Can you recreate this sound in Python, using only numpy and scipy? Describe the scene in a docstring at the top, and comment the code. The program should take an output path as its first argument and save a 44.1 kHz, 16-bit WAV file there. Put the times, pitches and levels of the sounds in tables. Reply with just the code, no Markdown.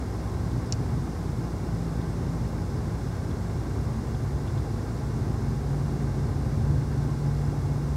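"""Inside a cruising car

Road roughness shakes the body into a rumble, and the tyres hum at harmonics of their rotation.
The engine drone drops at an upshift, then swells as its pitch climbs into a cabin resonance.
Behind them lie wind roar and an airy hiss. Plastic clicks once close by, and the trim ticks faintly."""
import sys
import numpy as np
from scipy import signal
from scipy.fft import rfft, irfft
from scipy.io import wavfile

SR = 44100
rng = np.random.default_rng(int(sys.argv[2]) if len(sys.argv) > 2 else 0)


def wav_record(signal):
    """Record a signal, one row per channel, as 16-bit PCM in the file named by sys.argv[1]."""
    frames = np.transpose(np.atleast_2d(signal))
    bounded = np.clip(frames, -1, 1)
    # unit amplitude maps onto the largest positive 16-bit level
    quanta = np.round(bounded * 32767).astype(np.int16)
    wavfile.write(sys.argv[1], SR, quanta)


N = 351036
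TIME = np.arange(N) / SR
BINS = np.fft.rfftfreq(N, 1 / SR)


# spectrum of the road rumble through the body: frequency_hz, relative_db
RUMBLE_SPECTRUM = [(20, -31), (32, -23), (46, -19), (68, 0), (80, -2), (115, 2), (140, -3), (175, -7.5),
                   (200, -12.5), (250, -9), (310, -12.5), (395, -13), (520, -26), (1400, -100)]
# rough patches of road: centre_s, level_db, half_length_s
ROUGH_PATCHES = [(0.78, -27.5, 0.075), (1.0, -30.5, 0.063), (2.6, -35, 0.63), (3.806, -31, .05),
                 (4.559, -27, .05), (6.28, -30, 0.16), (6.68, -26.5, .08)]
# spectrum of their boom through the suspension: frequency_hz, relative_db
PATCH_SPECTRUM = [(30, -32), (65, -0.5), (95, 2), (120, 0.5), (160, -12.5), (400, -58), (1200, -100)]

def road_rumble(smooth_db=-30.5, coarse_lift_db=0.96, bumps_db=0.5):
    """Structure-borne noise: the grain of the road shakes the body, and rough patches add a low boom."""
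    grain_db = smooth_db + coarse_lift_db * coarseness() + bumps_db * drift(23)
    grain = amp(grain_db) * noise(colour(RUMBLE_SPECTRUM))
    patches = sum(amp(level_db) * np.exp(-0.5 * ((TIME - centre_s) / half_length_s) ** 2)
                  for centre_s, level_db, half_length_s in ROUGH_PATCHES)
    return grain + patches * noise(colour(PATCH_SPECTRUM))


# road speed, given as the pitch of the deepest tyre hum: time_s, pitch_hz
HUM_PITCH = [(0, 56.48), (2, 54.92), (5.5, 55.32), (7.96, 56.82)]
HUM_ORDER = 5  # cycles of that hum per wheel turn
# tones of the rolling tyres: cycles_per_turn, level_db
TYRE_ORDERS = [(5, -37), (6, -47), (15, -53), (20, -45), (25, -57.5)]

def tyre_hum(waver_db=0.7, coarse_db=2.1, smear_cycles=0.0225):
    """Rotational harmonics: uneven tyres hum at multiples of the wheel rate, louder on coarse asphalt."""
    turns = np.cumsum(curve(HUM_PITCH) / HUM_ORDER) / SR
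    lift_db = coarse_db * (coarseness() - coarseness().mean())
    out = np.zeros(N)
    for order, mean_db in TYRE_ORDERS:
        pitch_ratio = order / HUM_ORDER
        level_db = mean_db + waver_db * pitch_ratio * drift(5.7) + np.sqrt(pitch_ratio) * lift_db
        smear = smear_cycles * pitch_ratio * drift(4)  # uneven rolling blurs the higher tones
        phase = 2 * np.pi * (order * turns + rng.random() + smear)
        out += amp(level_db) * unit(np.sin(phase))
    return out


# the driver's foot on the pedal: time_s, throttle_fraction
PEDAL = [(0, 1), (1.2, 0.73), (1.9, 0.11), (2.8, .32), (3.3, 1), (5.05, .05), (5.85, .66), (6.4, 0.26),
         (6.75, 0.54), (7.96, .5)]
# low air modes of the cabin: frequency_hz, width_hz, drone_level_db
BOOM_MODES = [(144, 7.5, -29), (166, 10.7, -38)]
LOW_GEAR, HIGH_GEAR = 14.85, 12.275  # firings per wheel turn, before slip
SHIFT_START_S, SHIFT_LENGTH_S, UNLOAD_DB, RELOAD_S = 3.35, 0.55, -14.5, 0.61

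def engine_drone(full_throttle_slip=0.07, flutter_db=0.64, octave_db=-23):
    """Forced resonance: the firing tone swells near a cabin mode and sags as the upshift unloads it."""
    shifted = ease(SHIFT_START_S, SHIFT_LENGTH_S)
    gear = LOW_GEAR + (HIGH_GEAR - LOW_GEAR) * shifted
    slip = full_throttle_slip * curve(PEDAL)  # the engine runs ahead of the gearbox
    firing_hz = curve(HUM_PITCH) / HUM_ORDER * gear * (1 + slip)
    since_shift_s = np.maximum(TIME - SHIFT_START_S - SHIFT_LENGTH_S, 0)
    load_db = UNLOAD_DB * shifted ** 2 * np.exp(-since_shift_s / RELOAD_S)
    boom_power = sum(amp(level_db) ** 2 * resonance(firing_hz, mode_hz, width_hz)
                     for mode_hz, width_hz, level_db in BOOM_MODES)
    phase = 2 * np.pi * np.cumsum(firing_hz) / SR
    tone = unit(np.sin(phase) + amp(octave_db) * np.sin(2 * phase))
    return np.sqrt(boom_power) * amp(load_db + flutter_db * drift(7.7)) * tone


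# spectrum of the tyre and wind roar: frequency_hz, relative_db
ROAR_SPECTRUM = [(200, -41), (480, 0), (583, -3), (829, -2), (939, -9), (1030, -4), (1250, -9.5),
                 (1540, -11.5), (1690, -14), (2180, -17.5), (2410, -22.5), (3100, -28.5), (6800, -82)]
# spectrum of the airy hiss: frequency_hz, relative_db
HISS_SPECTRUM = [(1800, -33), (3150, -6.5), (3400, 0), (4800, 1.5), (5800, 2), (6500, -0.5), (8400, -3),
                 (9500, -6.5), (11500, -8.5), (13500, -13), (15700, -16.5)]
# narrow upper resonances of the cabin: frequency_hz, width_hz, lift_db
CABIN_RESONANCES = [(840, 37, 1.5), (906, 42, 2.5), (1000, 44, 1), (1564, 27, 6.5), (2180, 28, 5),
                    (2780, 33, 10), (5110, 62, 5.5), (5230, 37, 3.5), (5500, 38, 1), (8600, 170, 1)]

def roar_and_hiss(roar_db=-43.5, gust_db=0.65, hiss_db=-54.5, flicker_db=0.04):
    """Resonant filtering: the cabin colours the broadband roar of tyres and wind, and the hiss above."""
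    cabin_db = sum(lift_db * resonance(BINS, mode_hz, width_hz)
                   for mode_hz, width_hz, lift_db in CABIN_RESONANCES)
    roar = amp(roar_db + gust_db * drift(37)) * noise(colour(ROAR_SPECTRUM) + cabin_db)
    hiss = amp(hiss_db + flicker_db * drift(12)) * noise(colour(HISS_SPECTRUM) + cabin_db)
    return roar + hiss


# a click close by: start_s, level_db
PLASTIC_CLICKS = [(.7239, -14)]
# modes of the plastic: frequency_hz, relative_db, t60_s
PLASTIC_MODES = [(2520, -35, 0.034), (2890, -30, 0.028), (4200, -17, 0.0086), (4530, -22, 0.026),
                 (5480, -3, 0.0048), (5750, -1, 0.0046), (7000, -1.5, 0.0038), (7940, -13, 0.0022)]

def plastic_click():
    """Impulse response: plastic rings briefly, so near that the direct sound dominates."""
    return taps(PLASTIC_CLICKS, PLASTIC_MODES, rise_s=0.001, scatter_db=-17, scatter_t60_s=0.045)


# faint ticks of the trim: start_s, level_db
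TRIM_TICKS = [(.5127, -54), (2.0128, -51), (3.3094, -52), (4.1465, -54), (4.4742, -51), (4.5765, -54),
              (4.583, -57)]
# modes of the trim: frequency_hz, relative_db, t60_s
TRIM_MODES = [(2800, -2, 0.008), (3460, 6.5, 0.0081), (3850, 1, 0.0065), (5000, 3, 0.0061)]

def trim_ticks():
    """Diffuse reflection: the trim's short ticks arrive mostly as scattered sound."""
    return taps(TRIM_TICKS, TRIM_MODES, rise_s=0.00067, scatter_db=9.5, scatter_t60_s=0.044)


# echoes off nearby surfaces: delay_s, gain_db
EARLY_REFLECTIONS = [(.0029, -9.5), (.0041, -26), (.0059, -18), (.0092, -22), (0.014, -19)]

def taps(events, modes, rise_s, scatter_db, scatter_t60_s):
    """Damped free vibration: each tap rings a few modes, which nearby surfaces echo and scatter."""
    t, out = TIME[:SR // 10], np.zeros(N)
    ring = sum(amp(db - 60 * t / t60_s) * np.sin(2 * np.pi * hz * t) for hz, db, t60_s in modes)
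    ring *= 1 - np.exp(-t / rise_s)
    ring /= abs(ring).max()
    for start_s, level_db in events:
        scatter = rng.standard_normal(len(t)) * amp(-60 * t / scatter_t60_s)
        tail = unit(signal.fftconvolve(ring, scatter)[:len(t)]) * ring.std()
        add(out, start_s, amp(level_db) * (ring + amp(scatter_db) * tail))
        for delay_s, gain_db in EARLY_REFLECTIONS:
            add(out, start_s + delay_s, amp(level_db + gain_db) * ring)
    return out


def coarseness(start_s=4.66, end_s=7.9, edge_s=0.85):
    """Surface roughness: 1 on a stretch of coarse asphalt, easing to 0 on either side."""
    return ease(start_s, edge_s) - ease(end_s - edge_s, edge_s)


def resonance(hz, mode_hz, width_hz):
    """Lorentzian curve: 1 at the mode, one half at half a width to either side."""
    return 1 / (1 + (2 * (hz - mode_hz) / width_hz) ** 2)


def amp(db):
    """Amplitude ratio of a level in decibels."""
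    return 10 ** (np.asarray(db) / 20)


def unit(x):
    """Normalisation to rms 1."""
    return x / np.sqrt(np.mean(x ** 2) + 1e-20)


def curve(rows):
    """Linear interpolation of a time table at every sample."""
    return np.interp(TIME, *np.transpose(rows))


def ease(start_s, length_s):
    """Raised-cosine step from 0 to 1."""
    return 0.5 - 0.5 * np.cos(np.pi * np.clip((TIME - start_s) / length_s, 0, 1))


def colour(points):
    """Spectral envelope in dB, interpolated over log frequency."""
    hz, db = np.transpose(points)
    return np.interp(np.log(BINS + 1), np.log(hz + 1), db)


def noise(spectrum_db):
    """Spectral shaping: white noise filtered to the given spectrum, at rms 1."""
    return unit(irfft(rfft(rng.standard_normal(N)) * amp(spectrum_db), N))


def drift(rate_hz):
    """Random modulation: noise of rms 1, low-passed at the given rate."""
    rolloff_db = -20 * np.log10(1 + (BINS / rate_hz) ** 4)
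    return noise(rolloff_db - 100 * (BINS == 0))  # no steady offset


def add(mix, start_s, sound):
    """Superposition of a sound on the mix from a given time."""
    part = mix[round(start_s * SR):][:len(sound)]
    part += sound[:len(part)]


def scene():
    """Superposition: all the sources sum at the back seat, in one channel."""
    transients = plastic_click() + trim_ticks()
    return (engine_drone() + tyre_hum() + road_rumble() + roar_and_hiss() + transients)[None]


def record(dry):
    """Band limiting: a linear-phase low-pass removes the highest treble."""
    cutoff_hz = 15750
    lowpass = signal.firwin(1023, cutoff_hz, window=("kaiser", 9), fs=SR)
    return signal.oaconvolve(dry, lowpass[None], "same")


dry = scene()
out = record(dry)
wav_record(out)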